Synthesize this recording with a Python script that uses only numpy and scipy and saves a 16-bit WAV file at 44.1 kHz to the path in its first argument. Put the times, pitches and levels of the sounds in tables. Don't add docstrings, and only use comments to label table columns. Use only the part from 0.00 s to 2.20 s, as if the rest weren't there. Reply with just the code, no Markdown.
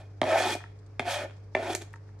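import sys
import numpy as np
from scipy import signal
from scipy.io import wavfile
from scipy.ndimage import uniform_filter1d

SR = 44100
rng = np.random.default_rng(int(sys.argv[2]) if len(sys.argv) > 2 else 0)


def wav_out(sig):
    wavfile.write(sys.argv[1], SR, np.round(np.clip(np.atleast_2d(sig).T, -1, 1) * 32767).astype(np.int16))


def invert_db(level):
    return 10 ** (np.asarray(level, dtype=float) / 20)


N = 97020

MEAN_BRIGHT_DB, DULL_HZ, BRIGHT_HZ = -10, 818, 6300
TILT_CURVE = 0.76
RASP_DB = 0.94

# frequency in Hz, level in dB per Hz.
RASP_SPECTRUM = [(1000, -20), (2300, -26.5), (3000, -18), (6000, -17), (11500, -24), (13000, -40),
                 (15000, -28), (17000, -40)]
# frequency in Hz, left-right likeness (1 = identical).
CONTACT_LIKENESS = [(900, 0.66), (2500, 0.32), (5000, 0.73), (12000, 0.63)]
# start in seconds, peak in dB, sharpness in dB per octave,
# crack level in dB, crack tilt in dB per octave.
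BLOWS_1 = [
    (0.2155, -12, 2.5, -2.5, -9),
    (0.2309, -19.5, 2, -25, -11.5),
    (0.239, -19.5, -13, -4.5, -8.5),
    (0.551, -25, -27, -14.5, -0.5),
]
BLOWS_2 = [
    (0.995, -18, 0.5, -4.5, -6.5),
    (1.003, -29.5, 1, -10, -15),
    (1.297, -44, 0, -3.5, -10),
    (1.308, -51.5, 2.5, 8, -9),
]
BLOWS_3 = [
    (1.5494, -12.5, -0.5, -4.5, -10),
    (1.5649, -19, -10, -14, -8.5),
    (1.5728, -26, -4.5, 0, -13.5),
    (1.7497, -27.5, 2, -5, 2),
    (1.82, -44.5, 0.5, 1.8, -1),
    (1.931, -67.5, 6, 8.5, 0.5),
]


def rms_one(x):
    return x / np.sqrt(np.mean(x ** 2) + 1e-20)


def at_hz(points, hz):
    points = np.array(points)
    return np.interp(np.log(hz), np.log(points[:, 0]), points[:, 1])


def high_pass(x, hz, order):
    return signal.sosfilt(signal.butter(order, hz, "high", fs=SR, output="sos"), x)


def band_pass(x, low_hz, high_hz, order):
    return signal.sosfilt(signal.butter(order, [low_hz, high_hz], "band", fs=SR, output="sos"), x)


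def drift(rate_hz):
    r = np.exp(-2 * np.pi * rate_hz * 8 / SR)
    slow = signal.lfilter([1], [1, -2 * r, r * r], rng.standard_normal(N // 8 + 4002))
    slow = slow[4000:]
    return np.interp(np.arange(N) / 8, np.arange(len(slow)), rms_one(slow - slow.mean()))


def fade(clicks, t60):
    return signal.lfilter([1], [1, -invert_db(-60 / (t60 * SR))], clicks)


def ring(x, hz, t60):
    r, w = invert_db(-60 / (t60 * SR)), 2 * np.pi * hz / SR
    return signal.lfilter([0, np.sin(w)], [1, -2 * r * np.cos(w), r * r], x + 1e-18)


def placed(x, hz):
    beaming = min(hz / 2500, 1)
    pan_db = 2 * beaming * rng.standard_normal()
    lag = (0.000025 * rng.standard_normal() + 0.000001) * SR
    n = np.arange(N)
    left = invert_db(pan_db / 2) * np.interp(n - lag / 2, n, x)
    right = invert_db(-pan_db / 2) * np.interp(n + lag / 2, n, x)
    return np.array([left, right])


def bands(pairs, spectrum, likeness, gain, lowest_hz):
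    out = 0
    edges = lowest_hz * 2 ** np.arange(0, np.log2(20000 / lowest_hz), .5)
    for k, (low, high) in enumerate(zip(edges, edges[1:])):
        mid, side = band_pass(pairs[k % 2], low, high, 2)
        hz = np.sqrt(low * high)
        alike = np.clip(at_hz(likeness, hz), 0, 1)
        stereo = np.sqrt(1 + alike) * mid + np.sqrt(1 - alike) * side * [[1], [-1]]
        out = out + invert_db(at_hz(spectrum, hz)) * gain(hz) * stereo
    return out


def room_noise():
    # frequency in Hz, level in dB per Hz.
    floor = [(36, -19), (60, 8), (160, 2.5), (260, -2.5), (450, -0.5), (2100, -18), (3300, -51),
             (14000, -43)]
    # frequency in Hz, left-right likeness.
    likeness = [(60, 0.98), (240, 0.69), (950, 0.24), (3770, 1), (15000, 0.29)]
    noise = bands(rng.standard_normal((2, 2, N)), floor, likeness, lambda hz: invert_db(drift(10)), 26.5)
    above = high_pass(noise, 150, 4)
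    whine_hz, whine_width_hz, whine_db = 5250, 710, -74.5
    whine = rms_one(ring(rng.standard_normal((2, N)), whine_hz, 0.82 / whine_width_hz))
    return invert_db(-60.5) * noise / above.std() + whine * invert_db(whine_db + 2 * drift(21.3))


def hum():
    # time in seconds, hum strength in dB rms.
    swell = [
        (0.0, -47),
        (0.26, -45),
        (0.87, -48),
        (1.08, -46),
        (2.2, -46.5),
    ]
    # frequency in Hz, level in dB rms.
    side_lines = [(49.5, -63), (125, -66.5), (151, -66), (297, -69.5), (425, -66.5)]
    t = np.arange(N) / SR
    s, db = np.transpose(swell)
    out = np.sqrt(2) * invert_db(np.interp(t, s, db)) * np.sin(2 * np.pi * 99.4 * t + 0.14 * drift(5.7))
    for hz, level_db in side_lines:
        line = np.sin(2 * np.pi * hz * t + 0.14 * drift(21))
        out = out + np.sqrt(2) * invert_db(level_db + 0.57 * drift(2.4)) * line
    return out


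def kitchen(x):
    t60_s, wall_cut_hz = 0.43, 9900
    out, dull = np.zeros((2, N)), np.exp(-2 * np.pi * wall_cut_hz / SR)
    lags = (rng.uniform(.012, .04, 20) * SR).astype(int)
    for k, lag in enumerate(lags):
        loop, state = x.copy(), [0.]
        gain = invert_db(-60 * lag / SR / t60_s)
        for i in range(lag, N, lag):
            back, state = signal.lfilter([gain * (1 - dull)], [1, -dull], loop[i - lag:i], zi=state)
            loop[i:i + lag] += back[:N - i]
        out[k % 2] += (loop - x) * (-1) ** (k // 2)
    return out


def wet_ticks():
    # start in seconds, peak in dB.
    contacts = [
        (0.7692, -91),
        (0.789, -40),
        (0.8623, -39),
        (1.367, -42),
        (1.94, -45),
        (1.9572, -37),
        (2.189, -40.5),
    ]
    clicks = np.zeros(N)
    for s, db in contacts:
        clicks[int(s * SR)] = invert_db(db - 17)
    shape = fade(clicks + 1e-18, 0.059)
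    return band_pass(shape * rng.standard_normal((2, N)), 3405, 8000, 3)


def strike(events, modes, sharp_db):
    bend_lag_cycles, strike_db, spread_db = 0.63, -3.5, 1.5
    out, rows = 0, np.array(events)
    luck = rng.standard_normal((len(rows), len(modes)))
    for k, (hz, level_db, t60) in enumerate(modes):
        clicks = np.zeros(N)
        at = ((rows[:, 0] + bend_lag_cycles / hz) * SR).astype(int)
        tilt_db = sharp_db * max(np.log2(hz / DULL_HZ), 0)
        clicks[at] = invert_db(rows[:, 1] + level_db + strike_db + tilt_db + spread_db * luck[:, k])
        out = out + placed(ring(clicks, hz, t60), hz) * (-1) ** k
    return band_pass(out, 122, 5050, 3)


def scraps_in_pan():
    # start in seconds, peak in dB.
    landings = [
        (.604, -41),
        (.612, -46),
        (.62, -50),
        (.639, -36),
        (.66, -51),
        (1.938, -36.5),
        (1.9587, -44),
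        (2.0895, -52),
    ]
    # frequency in Hz, level in dB, t60 in seconds.
    pan_modes = [(925, -4, 0.052), (1140, -8.5, 0.02), (1323, -4.5, 0.04), (1706, 4.5, 0.012),
                 (1890, 0.5, 0.019), (2587, -9.5, 0.008)]
    return strike(landings, pan_modes, 0)


def cracks():
    # frequency in Hz, level in dB per Hz.
    spectrum = [(1000, -5), (6000, -1.5), (9000, -1.5), (16000, -13)]
    s, db, _, crack_db, tilt_db = np.transpose(BLOWS_1 + BLOWS_2 + BLOWS_3)
    rise = 0.0006 * SR

    def burst(hz):
        clicks = np.full(N, 1e-18)
        clicks[(s * SR).astype(int)] = invert_db(db + crack_db + tilt_db * np.log2(hz / 1000))
        clicks = uniform_filter1d(clicks, size=int(rise), origin=int(rise / 2) - 1)
        return fade(clicks, 0.005) + invert_db(-10) * fade(clicks, 0.075)

    return 3 * bands(rng.standard_normal((2, 2, N)), spectrum, CONTACT_LIKENESS, burst, 850)


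def knife_blows():
    # frequency in Hz, level in dB, t60 in seconds.
    spot_1 = [(127, -12.5, 0.025), (262, -8, 0.035), (359, -11.5, 0.053), (608, 0.5, 0.033),
              (708, 1.5, 0.014), (960, -5.5, 0.025), (1205, -12.5, 0.054), (1560, -15, 0.0073),
              (1820, -13, 0.021), (2170, -6.5, 0.0087), (2520, -38, 0.017), (3214, -16, 0.015),
              (3830, -15, 0.0069)]
    spot_2 = [(139, -12.5, 0.048), (246, -10.5, 0.059), (399.2, -16, 0.11), (688.6, 2.5, 0.015),
              (853.4, -7.5, 0.028), (1200, -12.5, 0.016), (1620, -2, .01), (2120, -2, 0.019),
              (2430, -1.5, 0.015), (2690, -12.5, 0.03), (3260, -11, 0.021), (3580, -13, 0.032)]
    spot_3 = [(249, -16.5, 0.032), (380, -12.5, 0.09), (574.7, -3, 0.029), (650, 2.5, 0.025),
              (789.5, -4, 0.019), (936, -7.5, 0.031), (1168, -10, 0.0055), (1480, -11.5, .007),
              (1793, -2, 0.032), (2074, -3.5, 0.021), (2340, -5, 0.036), (2710, -12.5, 0.024),
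              (3313, -16, 0.012), (3500, -16, 0.027)]
    out = 0
    for blows, modes in ((BLOWS_1, spot_1), (BLOWS_2, spot_2), (BLOWS_3, spot_3)):
        out = out + strike(blows, modes, np.array(blows)[:, 2])
    return out


def blade(drive, tilt_db):
    count, width_hz = 28, 80
    out, t60 = 0, 2.2 / width_hz
    pitches = np.geomspace(1100, 6500, count) * invert_db(0.324 * rng.standard_normal(count))
    for k, hz in enumerate(pitches):
        gain = invert_db(at_hz(RASP_SPECTRUM, hz) + RASP_DB - 14 + tilt_db(hz) + 3.5 * drift(16.4))
        out = out + placed(ring(drive[k % 4] * gain, hz, t60), hz) * 300 / (t60 * SR)
    return out


def chatter(level_db, bright_db, favoured_hz):
    phase = 2 * np.pi * np.cumsum(favoured_hz * (1 + .035 * drift(48.3))) / SR
    gain_db = level_db - 2.5 + 0.29 * (MEAN_BRIGHT_DB - bright_db) + 0.5 * drift(35)
    return placed(invert_db(gain_db) * np.sin(phase), DULL_HZ)


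def board_under_edge(slips, level_db, surge_db, tilt_db, favoured_hz, flex_db):
    # frequency in Hz, width in Hz, level in dB.
    modes = [(279.3, 64, -11.5), (346.3, 81.2, -7), (580, 42, -6), (639.2, 92.3, -3.5), (708, 95, -5),
             (895, 77, 1), (1289, 26, -15), (1498, 155, -18), (1795, 80, -12), (2238, 210, -18),
             (2448, 59, -10.5), (3303, 232, -17.5), (4400, 200, -25.5)]
    favour_db_per_octave, catch_high_share = 29.5, 0.12
    out = 0
    for k, (hz, width_hz, db) in enumerate(modes):
        low_mode = k < 6
        if k < 2:
            where_db = flex_db
        else:
            where_db = -favour_db_per_octave * np.abs(np.log2(hz / favoured_hz)) * low_mode
        caught_db = surge_db * (1 if low_mode else catch_high_share)
        wander_db = (1 if low_mode else 2) * drift(12.4)
        gain_db = level_db + caught_db + tilt_db(hz) + where_db + wander_db
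        drive = slips[max(k - 5, 0) % 4] * invert_db(gain_db)
        if low_mode:
            drive = band_pass(drive, hz - width_hz, hz + width_hz, 2)
        t60 = 2.2 / width_hz
        out = out + placed(ring(drive, hz, t60), hz) * invert_db(db) * 300 / (t60 * SR)
    return out


def stroke_controls():
    # time in seconds, pressure as level in dB, edge brightness in dB,
    # pitch the contact point favours in Hz, board flex in dB.
    tail = [
        (0.0, -52, -16, 650, -3.5),
        (0.098, -76, -16, 650, -5),
        (0.12, -75, -9, 650, 16),
    ]
    stroke_1 = [
        (0.244, -34, -46, 655, -1),
        (0.252, -34.5, -19.5, 614.9, 0),
        (0.307, -25, -24, 626.8, -13),
        (0.362, -25, -20.5, 687, -14),
        (0.392, -29, -12, 619.4, -11.5),
        (0.45, -29.5, -15, 738.6, -7),
        (0.541, -42.5, 3, 795, 7.5),
        (0.553, -35, -29.5, 706, -5),
        (0.587, -72, 7, 705, 11),
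    ]
    stroke_2 = [
        (1.005, -40.5, -26, 662.3, -7),
        (1.047, -50, -16, 683, 3),
        (1.055, -36.5, -19, 719, 4.5),
        (1.091, -32.5, -13.5, 697.5, -22),
        (1.122, -37, -3, 688, -38),
        (1.179, -36.5, -12.5, 623.7, -14.5),
        (1.238, -38, -17, 580, -4.5),
        (1.25, -41.5, -22.5, 623, -8),
        (1.29, -69, -38, 625, 3),
    ]
    stroke_3 = [
        (1.58, -39, -27.5, 623.5, -1.5),
        (1.633, -37, -16.5, 682.4, 2.5),
        (1.665, -37.5, -18, 650, -10),
        (1.7, -38.5, -13, 718.7, 7.5),
        (1.735, -46.5, -0.5, 715, -1),
        (1.747, -37, -22.5, 725, 20.5),
    ]
    slide_off = [
        (1.765, -49, -36, 650, 3),
        (1.798, -65.5, -15, 650, 11.5),
        (1.816, -50, -3.5, 730, 12.5),
        (1.87, -101, -15, 650, -10),
    ]
    t, mean_flex_db = np.arange(N) / SR, -3.5
    controls = np.tile([[-150.], [MEAN_BRIGHT_DB], [650], [mean_flex_db]], N)
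    for stroke in (tail, stroke_1, stroke_2, stroke_3, slide_off):
        s, *columns = np.transpose(stroke)
        on = (t >= s[0]) & (t < s[-1])
        controls[:, on] = [np.interp(t[on], s, c) for c in columns]
    level_db, bright_db, favoured_hz, flex_db = controls
    judder_db = -1 * drift(45)
    return uniform_filter1d(level_db, size=200) + judder_db, bright_db, favoured_hz, flex_db - mean_flex_db


def scrape():
    # time in seconds, surge in dB (negative: a dip).
    catches = [(.265, 2.5), (0.294, 1), (0.316, 0), (.33, -0.5), (0.354, 6.5), (0.369, 4), (.375, 2),
               (0.392, -0.5), (0.404, 5), (.437, -6.5), (.453, 0), (0.468, 0), (1.064, -3.5), (1.096, 2.5),
               (1.21, 1.5), (1.238, 5), (1.655, 6), (1.7, 4.5)]
    level_db, bright_db, favoured_hz, flex_db = stroke_controls()
    t, catch_s = np.arange(N) / SR, 0.0022
    surge_db = sum(db * np.exp(-.5 * ((t - s) / catch_s) ** 2) for s, db in catches)

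    def tilt_db(hz):
        height = np.log(hz / DULL_HZ) / np.log(BRIGHT_HZ / DULL_HZ)
        return np.clip(height, 0, 1.05) ** TILT_CURVE * (bright_db - MEAN_BRIGHT_DB)

    slips_per_s, spread_db = 4000, 2.8
    sizes = invert_db(spread_db * np.minimum(rng.exponential(1, (4, N)), 5)) * rng.choice([-1, 1], (4, N))
    slips = rms_one(sizes * (rng.random((4, N)) < slips_per_s / SR))
    body = chatter(level_db + surge_db, bright_db, favoured_hz)
    body = body + board_under_edge(slips, level_db, surge_db, tilt_db, favoured_hz, flex_db)
    grit = ((slips + rng.standard_normal((4, N))) * invert_db(level_db)).reshape(2, 2, N)
    rasp = bands(grit, RASP_SPECTRUM, CONTACT_LIKENESS, lambda hz: invert_db(tilt_db(hz) + 1.5 * drift(30)), 850)
    steel = blade(slips * invert_db(level_db), tilt_db)
    return high_pass(body + invert_db(RASP_DB) * rasp * 3 + steel, 263, 4)


def scene():
    near = scrape() + knife_blows() + cracks() + scraps_in_pan() + wet_ticks()
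    send = high_pass(near.mean(axis=0), 990, 1)
    near[0] = np.roll(near[0], 1) * invert_db(-.3)
    return near + invert_db(-19.5) * kitchen(send) + hum() + room_noise()


def top_cut(x):
    return signal.sosfilt(signal.butter(12, 16330, fs=SR, output="sos"), x)


def record(dry):
    soft = signal.sosfilt(signal.butter(1, 13100, fs=SR, output="sos"), dry)
    soft = signal.sosfilt(signal.cheby2(10, 50, 16300, fs=SR, output="sos"), soft)
    dip_hz, dip_width_hz, dip_share = 13400, 2200, .7
    dip = band_pass(soft, dip_hz - dip_width_hz / 2, dip_hz + dip_width_hz / 2, 1)
    return top_cut(soft - dip_share * dip)


dry = scene()
out = record(dry)
wav_out(out)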